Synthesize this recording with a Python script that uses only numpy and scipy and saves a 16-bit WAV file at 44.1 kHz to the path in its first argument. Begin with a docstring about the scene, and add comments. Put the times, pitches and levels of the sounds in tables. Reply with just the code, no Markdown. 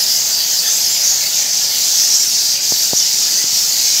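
"""Inside a bat cave, heard from the microphone of a hand-held camera. Far off, the colony's countless
tiny falling chirps merge into a shrill wash with lower chatter from the back. Weaker squeaks come from
the roof, and nearer animals squeal and screech over it, all smeared by the rock walls. The air carries
a faint low, hollow rush. In the second half the camera is bumped a few times and the hand rubs on it."""
import sys
import numpy as np
from scipy import signal
from scipy.fft import rfft, irfft, next_fast_len
from scipy.io import wavfile
from scipy.ndimage import uniform_filter1d, minimum_filter1d, map_coordinates

SR = 44100
rng = np.random.default_rng(int(sys.argv[2]) if len(sys.argv) > 2 else 0)


def master_out(mix):
    """Clip the mix to full scale and print it as 16-bit PCM to the path in sys.argv[1]."""
    frames = np.transpose(np.atleast_2d(mix))
    ceiling = np.clip(frames, -1, 1)
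    pcm = np.round(ceiling * 32767).astype(np.int16)
    wavfile.write(sys.argv[1], SR, pcm)


N = 176400  # 4 s
TOP_HZ = 15750  # upper edge of the microphone's band
FAR_WET, NEAR_WET = 0.77, 0.39  # the echo's share of the energy, for far and near bats


def amp(db):
    return 10 ** (np.asarray(db) / 20)


def unit_rms(x):
    return x / np.sqrt(np.mean(x ** 2) + 1e-20)


def along(points, hz):
    """Read (Hz, value) points on a log frequency axis."""
    freqs, values = np.transpose(points)
    return np.interp(np.log(hz + 1), np.log(freqs + 1), values)


def curve(rows):
    """Spread (seconds, value) rows to one value per sample."""
    return np.interp(np.arange(N) / SR, *np.transpose(rows))


def wobble(rate, size):
    """A smooth random curve, rate knots a second."""
    return map_coordinates(rng.standard_normal(1024), [np.arange(size) * rate / SR], mode="wrap")


def filtered(x, response):
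    """Filter x by a gain given as a function of Hz."""
    size = next_fast_len(N + SR // 2)
    return irfft(rfft(x, size) * response(np.fft.rfftfreq(size, 1 / SR)), size)[:N]


def coloured(x, spectrum):
    """x shaped by (Hz, dB) points, at rms 1."""
    return unit_rms(filtered(x, lambda hz: amp(along(spectrum, hz))))


def noise(spectrum):
    return coloured(rng.standard_normal(N), spectrum)


def add(track, start_s, sound):
    i = int(np.clip(start_s * SR, 0, N - 1))
    track[i:i + len(sound)] += sound[:N - i]


# The air all around the microphone: its rush and its resonance. Each row: frequency in Hz, gain in dB.
RUSH_COLOUR = [(20, -44), (45, -21), (75, -8.5), (110, 0), (170, 0), (260, -2), (450, -5), (800, -15.5),
               (1200, -9), (3000, -22.5)]
HOLLOW_COLOUR = [(250, -22), (450, -6), (600, -1), (850, 0.5), (1100, -9.5), (1500, -32.5)]
# The resonance eases a little midway. 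Each row: time in seconds, level in dB.
HOLLOW_LEVEL = [(0, -40.5), (1.7, -40.5), (2.3, -43), (4, -42.5)]


def cave_air(rush_db=-43.5):
    """A steady low rush fills the cave, and the enclosed air rings hollow."""
    return amp(rush_db) * noise(RUSH_COLOUR) + amp(curve(HOLLOW_LEVEL)) * noise(HOLLOW_COLOUR)


# The echo off the surrounding rock. Each row: frequency in Hz, seconds to die away by 60 dB.
CAVE_DECAY = [(500, 0.51), (5000, 0.62), (15000, 0.38)]


def cave_echo(x, wet):
    """Direct sound plus a diffuse tail from the walls, whose highest treble dies first."""
    hz, t, spectra = signal.stft(rng.standard_normal(SR // 2), SR, nperseg=256)
    decay = amp(-60 * t / along(CAVE_DECAY, hz)[:, None])
    tail = signal.istft(spectra * decay, SR, nperseg=256)[1]
    response = np.sqrt(wet) * tail / np.linalg.norm(tail)
    response[0] += np.sqrt(1 - wet)  # the direct path
    return signal.fftconvolve(x, response)


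def patchy(x, depth_db=.9):
    """Groups of neighbouring pitches swell and fade by chance."""
    spectra = signal.stft(x, nperseg=512)[2]
    across_pitch = uniform_filter1d(rng.standard_normal(spectra.shape), size=7, axis=0)
    swells = unit_rms(uniform_filter1d(across_pitch, size=14, axis=1))
    return signal.istft(spectra * amp(depth_db * swells), nperseg=512)[1][:N]


def swarm(chirps_per_s=5000, chirp_s=0.00405, fall=0.26, spread_db=3.5):
    """Thousands of tiny falling chirps; each moment's callers echo by a different path."""
    lead_in = SR // 2  # the cave is already ringing at the start
    span = N + lead_in
    when, pitch, phase = rng.random((int(chirps_per_s * span / SR), 3)).T[:, :, None]
    k = np.arange(int(chirp_s * SR))
    progress = k / len(k)
    cycles = pitch * TOP_HZ * k / SR * (1 + fall * (1 - progress) / 2) + phase
    strength = amp(spread_db * rng.standard_normal(when.shape))
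    chirps = strength * np.sin(np.pi * progress) * np.sin(2 * np.pi * cycles)
    positions = (when * span).astype(int) + k
    mass = np.bincount(positions.ravel(), chirps.ravel(), span)
    out, step = np.zeros(span + SR), SR // 10
    for i in range(0, span, step):
        echo = cave_echo(mass[i:i + step], FAR_WET)
        out[i:i + len(echo)] += echo
    return patchy(out[lead_in:span])


# The far colony: how busy it is, its overtones, and the chatter at the back of the cave.
# Each row: time in seconds, relative level in dB.
ACTIVITY_LEVEL = [(0, -14.5), (.18, -14.5), (.24, -17), (.33, -16), (.47, -19), (.52, -16), (.62, -17.5),
                  (.8, -16), (.98, -16), (1.07, -14.5), (1.17, -16.5), (1.42, -15.5), (1.49, -18),
                  (1.62, -14.5), (1.68, -16.5), (1.78, -14), (2.0, -13.5), (2.2, -13.7), (2.28, -16),
                  (2.33, -13.5), (2.54, -14.5), (2.6, -19), (2.64, -15), (2.84, -13.8), (2.92, -16.5),
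                  (2.98, -14), (3.27, -14), (3.46, -16.3), (3.58, -13.3), (3.7, -14.5), (3.8, -13),
                  (4, -13.5)]
OVERTONE_LEVEL = [(0.0, -25), (0.61, -27), (0.65, -25.5), (1.2, -28.5), (1.22, -25.5), (1.53, -30.5),
                  (1.76, -25.5), (2.53, -28), (2.61, -33), (2.63, -29), (2.81, -25.5), (2.88, -27.5),
                  (3.43, -27.5), (3.45, -30), (3.56, -26), (4.0, -25.5)]
CHATTER_LEVEL = [(0, -29.5), (.7, -28.8), (1.3, -28.5), (1.55, -30.5), (1.9, -29), (2.3, -32), (2.7, -31.5),
                 (3.2, -30), (4, -30)]
# The same three layers as they reach the microphone. Each row: frequency in Hz, gain in dB.
CHORUS_COLOUR = [(2000, -40), (3000, -20.5), (3700, -13.5), (4150, -8), (4700, -2), (5600, -1.5),
                 (6500, -2.5), (7200, -5), (8100, -12.5), (9600, -21.5), (12000, -43)]
OVERTONE_COLOUR = [(7000, -26), (9800, -15), (11000, -4), (12500, -2.5), (14200, -1), (15600, -2)]
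CHATTER_COLOUR = [(900, -27.5), (1250, -9), (1700, -2), (2400, -1), (3200, 2), (4500, 0.5), (7000, -30)]


def far_colony(chorus_trim_db=-0.97, overtone_trim_db=0.6, chatter_follows=0.32):
    """Massed chirps blur into a shrill chorus, its overtones and a steadier, lower chatter."""
    busy_db = curve(ACTIVITY_LEVEL)
    chatter_db = curve(CHATTER_LEVEL) + chatter_follows * (busy_db - busy_db.mean())
    chorus = amp(busy_db + chorus_trim_db) * coloured(swarm(), CHORUS_COLOUR)
    overtones = amp(curve(OVERTONE_LEVEL) + overtone_trim_db) * coloured(swarm(), OVERTONE_COLOUR)
    chatter = amp(chatter_db) * coloured(swarm(), CHATTER_COLOUR)
    return chorus + overtones + chatter


def whistle(hz, envelope, harmonic_db=-18.5):
    """A bat's voice: a tone with its second harmonic, at rms 1."""
    phase = 2 * np.pi * np.cumsum(hz) / SR
    return unit_rms(envelope * (np.sin(phase) + amp(harmonic_db) * np.sin(2 * phase)))


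def squeal(length_s, hz, glide, rough, quaver_hz=422):
    """One gliding call; roughness shakes its pitch and strength."""
    progress = np.linspace(0, 1, int(max(length_s, .005) * SR))
    quaver = 0.1025 * rough * wobble(quaver_hz, len(progress))
    flutter = np.exp(rough * wobble(quaver_hz, len(progress)))
    arch = np.sqrt(abs(np.sin(np.pi * progress)))
    return whistle(hz * (1 + glide * (progress - .5) + quaver), arch * flutter)


# Single bats near the microphone. Each row: start in seconds, length in seconds, pitch in Hz,
# glide as a share of the pitch, level in dB, roughness from 0 to 1.
NEAR_SQUEALS = [(0, 0.036, 5050, 0.0015, -16, 0.22), (.09, 0.086, 5100, -0.043, -21, 0.58),
                (.29, 0.17, 4700, 0.043, -22.5, 0.25), (0.489, 0.035, 4760, 0, -28, 0.04),
                (.56, .06, 4760, -0.11, -18, 0.27), (.62, .11, 3520, .04, -30.5, .35),
                (.635, 0.064, 1800, 0.089, -35.5, 0.36), (0.646, .13, 6300, -0.022, -20.5, 0.26),
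                (0.656, .05, 4620, 0.01, -25, 0.23), (0.838, 0.058, 5150, -0.17, -19.5, 0.22),
                (0.831, .04, 6370, -0.047, -20, 0.24), (0.883, 0.072, 7200, 0, -20, 0.1),
                (.94, 0.045, 5000, -.04, -20, 0.15), (1.198, .08, 2180, -.1, -33.5, 0.56),
                (1.255, 0.03, 4560, 0, -17, 0.05), (1.408, 0.042, 3120, -0.013, -33, 0.08),
                (1.985, 0.051, 5540, 0, -26, 0), (2.117, 0.14, 5950, 0, -20.5, 0.33),
                (2.39, 0.055, 2570, 0, -37.5, 0.1), (2.772, .04, 4450, 0, -26, 0.07),
                (3.011, 0.035, 3000, -0.01, -35, .2), (3.01, 0.034, 5500, 0, -19, 0.42),
                (3.364, 0.067, 2010, 0.024, -37, 0.34), (3.369, .04, 4900, 0, -19, 0.27)]


def near_squeals():
    """Nearby animals squeal, each with the echo of its own perch."""
    out = np.zeros(N)
    for start_s, length_s, hz, glide, db, rough in NEAR_SQUEALS:
        add(out, start_s, amp(db) * cave_echo(squeal(length_s, hz, glide, rough), NEAR_WET))
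    return out


def roof_squeaks(per_s=48, typical_s=.025, centre_hz=5730, base_db=-25.5):
    """Weaker squeaks scattered over the roof at middle distance, more echo than direct sound."""
    out = np.zeros(N)
    for _ in range(int(per_s * N / SR)):
        when, rough = rng.random(2)
        length, pitch, glide, strength = rng.standard_normal(size=4)
        hz = centre_hz * np.exp(.256 * np.tanh(pitch))
        db = base_db + 4.3 * np.tanh(strength) - 2 * abs(pitch)  # outlying pitches are fainter
        call = squeal(typical_s * np.exp(.4 * length), hz, .12 * glide, rough)
        add(out, when * N / SR, amp(db) * cave_echo(call, FAR_WET))
    return out


def screech(length_s, hz, chirps_per_s=230, fall=0.415, spread_db=1.5):
    """A rapid, uneven train of chirps, each sweeping down by a share of the pitch."""
    size = int(length_s * SR)
    chirp_count = np.cumsum(chirps_per_s * np.exp(.3 * wobble(chirps_per_s, size))) / SR
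    arch = np.sqrt(abs(np.sin(np.pi * np.linspace(0, 1, size))))
    strength = arch / amp(spread_db * wobble(chirps_per_s, size))
    pitch = hz * (1 + fall * (.5 - chirp_count % 1) + .06 * wobble(chirps_per_s, size))
    return whistle(pitch, strength * np.sin(np.pi * chirp_count) ** 2)


# Harsh calls near the microphone. Each row: start in seconds, length in seconds, pitch in Hz, level in dB.
NEAR_SCREECHES = [(0.683, 0.11, 7200, -21), (1.03, 0.078, 6100, -15), (1.337, 0.097, 6420, -18),
                  (1.93, 0.13, 5930, -17.5), (2.088, 0.1, 6100, -16), (2.479, .06, 5570, -21),
                  (2.657, 0.093, 6270, -18), (2.955, 0.057, 6040, -15.5)]


def near_screeches():
    """Nearby animals screech, each with the echo of its own perch."""
    out = np.zeros(N)
    for start_s, length_s, hz, db in NEAR_SCREECHES:
        add(out, start_s, amp(db) * cave_echo(screech(length_s, hz), NEAR_WET))
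    return out


# Knocks right at the microphone. Each row: start in seconds, peak in dB, treble cutoff in Hz.
CAMERA_BUMPS = [(2.722, -13, 790), (2.933, -8.5, 740), (3.141, -40, 300), (3.441, -23.5, 417),
                (3.527, -35, 220)]


def camera_bumps(low_cut_hz=110):
    """Each bump is one dull push on the camera body, with no ring."""
    out = np.zeros(N)
    low_cut = signal.butter(3, low_cut_hz, btype="high", fs=SR, output="sos")
    for start_s, db, cutoff_hz in CAMERA_BUMPS:
        treble_cut = signal.butter(4, cutoff_hz, fs=SR, output="sos")
        push = signal.sosfilt(treble_cut, signal.unit_impulse(SR // 20))
        push = signal.sosfilt(low_cut, push)
        add(out, start_s, -amp(db) * push / abs(push).max())
    return out


# The hand shifting beside the microphone. Each row: time in seconds, level in dB.
RUB_LEVEL = [(3.1, -75), (3.17, -45), (3.23, -49), (3.33, -45), (3.42, -51), (3.5, -75)]
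# Its muffled tone. Each row: frequency in Hz, gain in dB.
RUB_COLOUR = [(120, -16), (250, -2), (430, -9), (600, -14), (1500, -50)]


def hand_rub():
    """Skin slides softly over the camera body."""
    return amp(curve(RUB_LEVEL)) * noise(RUB_COLOUR)


def scene():
    """Air, handling and bats near and far, the same in both channels."""
    air = cave_air()
    handling = camera_bumps() + hand_rub()
    bats = near_squeals() + near_screeches() + far_colony() + roof_squeaks()
    mono = air + handling + bats
    return np.array([mono, mono])


def record(dry, ceiling=.92):
    """The camera limits the highest peaks and keeps nothing above its band limit."""
    needed_gain = ceiling / np.maximum(abs(dry).max(axis=0), ceiling)
    gain = uniform_filter1d(minimum_filter1d(needed_gain, size=257), size=129)
    return np.array([filtered(gain * channel, lambda hz: hz < TOP_HZ) for channel in dry])


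dry = scene()
out = record(dry)
master_out(out)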